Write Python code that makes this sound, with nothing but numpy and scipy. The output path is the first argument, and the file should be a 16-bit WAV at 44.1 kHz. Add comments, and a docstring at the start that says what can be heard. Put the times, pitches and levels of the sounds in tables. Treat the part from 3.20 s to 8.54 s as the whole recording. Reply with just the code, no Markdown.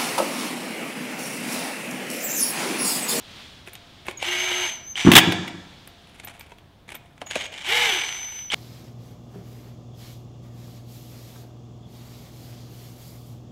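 """A high whistle and a whirr of motor and gears: a cordless impact driver runs two screws into a
rope clamp held in a bench vise, in a workshop. The whistle is the speed control chopping the motor
current. As the first screw seats, the bench thuds and the hammer strikes a few blows that overload
the microphone. In between, the bit scrapes and clicks into the next screw."""
import sys
import numpy as np
from scipy import signal
from scipy.fft import rfft, irfft
from scipy.io import wavfile
from scipy.ndimage import uniform_filter1d

SR = 44100
rng = np.random.default_rng(int(sys.argv[2]) if len(sys.argv) > 2 else 0)


def to_wav(s):
    """Save 16-bit WAV."""
    ch = np.atleast_2d(s).T  # columns
    pcm = np.round(np.clip(ch, -1, 1) * 32767)  # PCM
    wavfile.write(sys.argv[1], SR, pcm.astype(np.int16))


N = 235714
T = np.arange(N) / SR

# Contacts of bit, screw and clamp. Each row: time in seconds, level in dB, relative treble in dB.
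CONTACTS = [(0.4748, -25, -10), (0.5327, -30, -1), (0.5536, -22, -46), (0.8674, -20, -9),
            (0.8839, -12.5, -17.5), (0.9115, -24, -12), (1.0266, -6.5, -18), (1.1209, -29, -26.5),
            (1.3164, -11, -18), (2.1226, -4.5, -14), (2.2787, -13.5, -14.5), (2.6753, -25.5, -5),
            (2.9991, -23.5, -36), (3.0475, -31.5, 0.5), (3.0834, -36, -12), (3.1951, -30.5, -1.5),
            (3.2091, -23, -22.5), (3.319, -30, -18.5), (3.3842, -33.5, -12), (3.6905, -24.5, -25.5),
            (3.7519, -32, -1.5), (3.979, -34, -22.5), (4.0163, -20, -31), (4.0692, -23.5, -16),
            (4.1106, -11, -27), (4.156, -7.5, -28), (4.322, -26, -16)]
# Spectrum of light metal contact. Each row: frequency in Hz, density in dB.
CONTACT_SPECTRUM = [(200, -13), (750, -6), (1200, -10.5), (2300, -2.5), (3300, -4.5), (4800, -15.5),
                    (10000, -4), (15500, -18)]


def from_db(db):
    """Decibels to gain."""
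    return 10 ** (np.asarray(db) / 20)


def unit_rms(x):
    """Scale to unit rms."""
    return x / np.sqrt(np.mean(x ** 2) + 1e-20)


def at_hz(points, hz):
    """Read a table on a log-frequency axis."""
    points = np.array(points)
    return np.interp(np.log(np.maximum(hz, 1)), np.log(points[:, 0]), points[:, 1])


def noise(n=N):
    """White noise of unit variance."""
    return rng.standard_normal(n)


def drift(rate_hz):
    """Smooth random wander of unit rms."""
    r = np.exp(-2 * np.pi * rate_hz / SR)
    return unit_rms(signal.lfilter([1], [1, -2 * r, r * r], noise(N + SR))[SR:])


def colour(x, spectrum, size=4096):
    """Minimum-phase filter of unit power gain with the given spectrum."""
    hz = np.arange(size // 2 + 1) * SR / size
    gain = unit_rms(from_db(at_hz(spectrum, hz)))
    cepstrum = irfft(np.log(gain))
    cepstrum[1:size // 2] *= 2
    cepstrum[size // 2 + 1:] = 0
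    return signal.fftconvolve(x, irfft(np.exp(rfft(cepstrum))))[:N]


def ring(x, hz, t60_s):
    """One mode: a unit impulse starts a decaying sine of height 1."""
    r, w = from_db(-60 / (t60_s * SR)), 2 * np.pi * hz / SR
    return signal.lfilter([0, np.sin(w)], [1, -2 * r * np.cos(w), r * r], x + 1e-18)


def decay(start_s, t60_s):
    """Envelope that jumps to 1 and dies away."""
    start = int(start_s * SR)
    age = T[:min(int(2 * t60_s * SR), N - start)]
    envelope = np.zeros(N)
    envelope[start:start + len(age)] = from_db(-60 * age / t60_s)
    return envelope


def butter(x, hz, kind, order=2):
    """Butterworth filter."""
    return signal.sosfilt(signal.butter(order, hz, kind, fs=SR, output="sos"), x)


def motor(flutter=0.004, throb=0.12, mesh_db=-0.5, tones_db=-2.34, sizzle_db=-21, spun_up_hz=345):
    """Gear teeth tick in the housing, harder once a turn; tones swell as they cross its resonances."""
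    # Rotor and gear tones. Each row: multiple of the motor speed, level in dB ahead of the housing.
    orders = [(1, 7.5), (1.78, -4), (2, -9.5), (2.7, -9), (3.56, -4.5), (4.42, -4), (6.2, -6), (8, -5)]
    # Housing response. Each row: frequency in Hz, gain in dB.
    housing = [(250, -27.5), (355, -20.5), (530, -24), (840, -9), (1150, -17.5), (1650, -11), (1850, -9.5),
               (2270, -1.5), (2600, -10.5), (2950, -2.5), (3500, -7.5), (4400, -18), (8000, -20.5),
               (15500, -46.5)]
    speed_hz, gear_gain = drive()
    turns = np.cumsum(speed_hz * (1 + flutter * drift(40))) / SR
    spun_up = np.minimum(speed_hz / spun_up_hz, 1) ** 7
    chatter_db = 0.92 + 1.5 * (1.5 - spun_up)   # slow gears tick one by one
    chatter = from_db(chatter_db * drift(160))
    chatter /= np.sqrt(uniform_filter1d(chatter ** 2, size=3000))
    teeth = noise() * chatter * (1 + throb * np.cos(2 * np.pi * turns))
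    mesh = from_db(mesh_db) * unit_rms(colour(teeth, housing))
    tones = 0
    for multiple, db in orders:
        backlash_rad = 0.08 * multiple * drift(75)   # gear play smears the upper tones
        gain = from_db(tones_db + db + at_hz(housing, multiple * speed_hz) + 2 * drift(30))
        tones += gain * np.sqrt(2) * np.sin(2 * np.pi * multiple * turns + backlash_rad)
    sizzle = from_db(sizzle_db) * unit_rms(butter(teeth, [6000, 12000], "band"))
    return gear_gain * (mesh + spun_up * (tones + sizzle))


def drive(binding_s=0.1, gear_db_per_decade=38):
    """Motor speed in Hz and gear gain: each run spins up, holds, then slows as the load takes hold."""
    # Each row: start and onset of slowing in seconds, top speed in turns per second,
    # gear level in dB, spin-up time and slow-down time constant in seconds.
    runs = [(0.976, 1.446, 364, -26, .115, .055), (1.748, 1.9, 150, -26.5, .04, .005),
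            (4.075, 4.235, 120, -32, .085, .018), (4.314, 4.44, 140, -37.5, 0.0221, .03),
            (4.417, 4.621, 484, -19.5, .14, .27), (4.901, 5.186, 120, -43, 0.11, .05),
            (5.298, 5.344, 170, -21.5, 0.042, .03)]
    speed_hz, gain = np.zeros((2, N))
    for start_s, slows_s, top_hz, db, spin_up_s, slow_down_s in runs:
        rise = 1 - (1 - np.clip((T - start_s) / spin_up_s, 0, 1)) ** 2
        loaded_s = np.maximum(T - slows_s, 0)
        load = loaded_s / (loaded_s + binding_s)
        share = rise * np.exp(-load * loaded_s / slow_down_s)
        speed_hz = np.maximum(speed_hz, top_hz * share)
        gain = np.maximum(gain, from_db(db) * share ** (gear_db_per_decade / 20))
    return speed_hz * (1 - screw_drag()), gain


def screw_drag():
    """Share of motor speed and whistle pitch lost as the screw drags."""
    # Each row: centre and half-width in seconds, share lost.
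    drags = [(1.097, .014, .03), (1.158, 0.021, .024), (1.324, .016, .027), (1.615, 0.063, .048),
             (1.744, .011, .06), (5.3, .07, .02)]
    return sum(share * np.exp(-((T - s) / width_s) ** 2) for s, width_s, share in drags)


def whistle(db_per_hz=0.0497, fade_s=0.0034, octave_db=-23, stutter_db=6):
    """Chopped current makes the windings sing, shaking under load, stuttering at a light trigger."""
    # Each row: start and end in seconds, first and held pitch in Hz, settling time in seconds,
    # level at the held pitch in dB, stutter from 0 to 1.
    whistles = [(0.972, 1.025, 6780, 6150, .045, -63.5, 0.3), (1.033, 1.756, 5330, 6275, .018, -34, 0.2),
                (1.746, 1.91, 5450, 6020, 0.01, -40, 0.03), (4.061, 4.272, 6790, 6550, 0.055, -50.5, 0.99),
                (4.46, 5.301, 5270, 6093, 0.071, -35, 0.07)]
    _, gear_gain = drive()
    sag = screw_drag()
    pitch_hz, gain, stutter = np.zeros((3, N))
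    for start_s, end_s, first_hz, held_hz, settle_s, db, unsteady in whistles:
        on = (T >= start_s) & (T < end_s)
        age = T[on] - start_s
        offset_hz = (first_hz - held_hz) * np.exp(-age / settle_s) - held_hz * sag[on]
        pitch_hz[on] = held_hz + offset_hz
        fade = np.minimum(np.minimum(age, end_s - T[on]) / fade_s, 1)
        gain[on] = fade * from_db(db + db_per_hz * offset_hz)   # quieter as the pitch sags
        stutter[on] = unsteady
    jitter = (0.00068 + 0.025 * gear_gain) * drift(80) + 0.016 * stutter * drift(150)
    phase = 2 * np.pi * np.cumsum(pitch_hz * (1 + jitter)) / SR
    gain *= from_db(stutter_db * stutter * drift(80))
    return gain * np.sqrt(2) * (np.sin(phase) + from_db(octave_db) * np.sin(2 * phase))


def hammer(ring_db=-41, ring_t60_s=0.05):
    """Blows on the anvil set the dense modes of driver and vise clanging; the clamp rings briefly."""
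    # Each row: time in seconds, level in dB, T60 in seconds.
    blows = [(1.9165, -5.5, 0.06), (1.935, -10.5, 0.061), (1.953, 0, 0.077), (1.965, 12, 0.018),
             (1.977, -0.5, 0.056), (1.984, -6.5, .04)]
    # Each row: frequency in Hz, density in dB.
    clang_spectrum = [(150, -10), (400, -8.5), (550, -10.5), (700, -4.5), (1400, -7.5), (2400, -2.5),
                      (3450, -1), (4200, -13), (11000, -18), (15500, -20)]
    # Each row: frequency in Hz, level in dB.
    clamp_modes = [(1787, 2), (2082, 1.5), (2442, -4.5), (2918, 3), (3151, 1.5), (3399, -4.5)]
    envelope = sum(from_db(db) * decay(s, t60_s) for s, db, t60_s in blows)
    force = uniform_filter1d(envelope, size=50) * noise()
    clang = butter(colour(force, clang_spectrum), 130, "high", order=4)
    return clang + sum(from_db(ring_db + db) * ring(force, hz, ring_t60_s) for hz, db in clamp_modes)


def bench(rumble_db=-15, shake_db=-29):
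    """Torque jolts the vise: the bench booms and rumbles, and things on it shake."""
    # Each row: time in seconds, level in dB.
    jolts = [(1.848, -3.5), (1.864, 0.5), (1.87, 3), (1.881, -15), (1.953, -8), (2.072, -8.5),
             (2.19, -23.5), (2.341, -26)]
    # Each row: frequency in Hz, level in dB.
    modes = [(100, -6), (178, -8.5), (275, -10), (327, -12)]
    pushes, rumble, shake = np.zeros((3, N))
    for s, db in jolts:
        pushes[int(s * SR)] = from_db(db)
        rumble += from_db(db + rumble_db) * decay(s, t60_s=0.3)
        shake += from_db(db + shake_db) * decay(s, t60_s=0.29)
    boom = sum(from_db(db) * ring(pushes, hz, t60_s=0.12) for hz, db in modes)
    rumble *= unit_rms(butter(noise(), [170, 340], "band", order=1))
    shake *= unit_rms(butter(noise(), [700, 1600], "band"))
    return butter(boom + rumble, [105, 390], "band", order=4) + shake


def rotor_chirps(t60_s=0.043, rise_hz_per_s=45000):
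    """The rotor jerks into motion with a short rising squeak."""
    # Each row: start in seconds, level in dB, first pitch in Hz.
    chirps = [(1.756, -19, 2920), (5.302, -19, 3020)]
    sound = 0
    for s, db, hz in chirps:
        cycles = (T - s) * (hz + rise_hz_per_s * (T - s) / 2)
        sound += from_db(db) * decay(s, t60_s) * np.sin(2 * np.pi * cycles)
    return sound


def bit_clicks(body_db=-6, scrape_db=-20, rattle_db=-19, scrape_s=0.015, split_hz=5500):
    """Metal meets metal: a brief scrape, a crack and a rattle, brighter for glancing contacts."""
    body, edge = np.zeros((2, N))
    for s, db, treble_db in CONTACTS:
        scrape = from_db(scrape_db) * np.maximum(1 - np.abs(T - s) / scrape_s, 0)
        crack = decay(s, t60_s=0.011)
        rattle = from_db(rattle_db) * decay(s, t60_s=0.11)
        body += from_db(db + body_db) * (scrape + crack + rattle)
        edge += from_db(db + treble_db) * crack
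    grain = noise()
    contact = butter(body * grain, [350, split_hz], "band") + butter(edge * grain, split_hz, "high")
    return colour(contact, CONTACT_SPECTRUM)


def bit_scrapes(slips_per_s=260, spread_db=6, slip_t60_s=0.031):
    """The bit sticks and slips over clamp and screw head in small uneven ticks."""
    # Each row: start and end in seconds, level in dB.
    strokes = [(0.461, 0.499, -39.5), (0.848, 0.937, -48), (2.813, 3.353, -53.5), (3.031, 3.135, -45.5),
               (3.678, 3.768, -41.5), (3.811, 3.996, -64.5)]
    envelope = 0
    for start_s, end_s, db in strokes:
        position = 2 * (T - start_s) / (end_s - start_s) - 1
        envelope += from_db(db) * np.sqrt(np.maximum(1 - position ** 2, 0))
    slips = (rng.random(N) < slips_per_s / SR) * from_db(spread_db * noise())
    pole = from_db(-60 / (slip_t60_s * SR))
    ticks = signal.lfilter([1], [1, -pole], slips + 1e-18) * noise()
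    dulled = butter(ticks, 2100, "low", order=1)
    return envelope * unit_rms(colour(dulled, CONTACT_SPECTRUM))


def body_bumps(thud_db=-4, t60_s=0.05):
    """The driver bumps home against the screw; its plastic body knocks dully."""
    # Each row: time in seconds, level in dB, pitch in Hz.
    bumps = [(0.476, -40.5, 394), (0.885, -26.5, 367), (3.32, -39, 962), (4.019, -26, 726),
             (4.161, -21, 622), (5.337, -25, 502)]
    thud = from_db(thud_db) * unit_rms(butter(noise(), [180, 1100], "band"))
    return sum(from_db(db) * decay(s, t60_s) * (np.sin(2 * np.pi * hz * (T - s)) + thud)
               for s, db, hz in bumps)


def steel_ring(cap_db=-32, chatter_db=6):
    """Contacts leave the vise humming; bright, glancing ones make the loose bit ping and chatter."""
    # Vise, then bit. Each row: frequency in Hz, level in dB, T60 in seconds.
    modes = [(695, -24, 1.6), (13900, -10, 0.082)]
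    taps, glances = np.zeros((2, N))
    for s, db, treble_db in CONTACTS:
        taps[int(s * SR)] = from_db(min(db + treble_db, cap_db))
        glances[int(s * SR)] = from_db(min(db, cap_db) + 2 * min(treble_db, 0))
    vise, bit = (from_db(db) * ring(touches, hz, t60_s)
                 for touches, (hz, db, t60_s) in zip((taps, glances), modes))
    return vise + bit * from_db(chatter_db * drift(150))


def workshop_reverb(x, build_s=0.0028, lowpass_hz=5500):
    """Diffuse reflections build up quickly and die sooner in the treble."""
    # Each row: frequency in Hz, T60 in seconds.
    decay_times = [(100, 1.0), (300, .85), (1000, 1), (3000, 0.61), (6000, 1), (14000, 0.24)]
    age, edges_hz = T[:SR], np.geomspace(60, 16000, num=9)
    tail = 0
    for low, high in zip(edges_hz, edges_hz[1:]):
        t60_s = at_hz(decay_times, np.sqrt(low * high))
        tail += butter(noise(SR), [low, high], "band") * from_db(-60 * age / t60_s)
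    tail *= 1 - np.exp(-(age / build_s) ** 2)
    tail /= np.sqrt(np.sum(tail ** 2))
    return signal.fftconvolve(x, butter(tail, lowpass_hz, "low", order=1))[:N]


def background(room_db=-53, hum_hz=98, hum_db=-61):
    """Low room noise, a wavering hum and a soft hiss that swells and sinks."""
    # Each row of both spectra: frequency in Hz, density in dB.
    room_spectrum = [(20, -12.5), (85, -1), (210, -6), (450, -15), (800, -16.5), (1700, -25), (5500, -42.5),
                     (15000, -42.5)]
    hiss_spectrum = [(200, -1.5), (500, -5.5), (2500, -3.5), (3400, 1.5), (7000, -16), (15500, -31.5)]
    # Each row: time in seconds, level in dB.
    hiss_levels = [(0, -48), (0.2, -43), (0.45, -52), (0.8, -52), (1.7, -70), (2.5, -51), (2.9, -55.5),
                   (3.3, -63.5), (5.3, -69.5)]
    room = from_db(room_db) * colour(noise(), room_spectrum)
    hum = from_db(hum_db + 3 * drift(3)) * np.sin(2 * np.pi * hum_hz * T + drift(18))
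    hiss_db = np.interp(T, *np.transpose(hiss_levels))
    return room + hum + from_db(hiss_db) * colour(noise(), hiss_spectrum)


def scene():
    """Driver, vise and bench close up, over weaker reverberation and background; mono."""
    driver = motor() + rotor_chirps() + bit_clicks() + bit_scrapes() + body_bumps() + whistle()
    blows, boom = hammer(), bench()
    reverb = workshop_reverb(from_db(-12) * driver + from_db(-16) * blows + from_db(-11) * boom)
    return (driver + blows + boom + steel_ring() + reverb + background())[None]


def record(dry, hardness=6, cutoff_hz=15700):
    """The loudest peaks overload the microphone; a steep low-pass cuts the top."""
    clipped = dry / (1 + np.abs(dry) ** hardness) ** (1 / hardness)
    return signal.sosfilt(signal.ellip(10, 0.1, 70, cutoff_hz, fs=SR, output="sos"), clipped)


dry = scene()
out = record(dry)
to_wav(out)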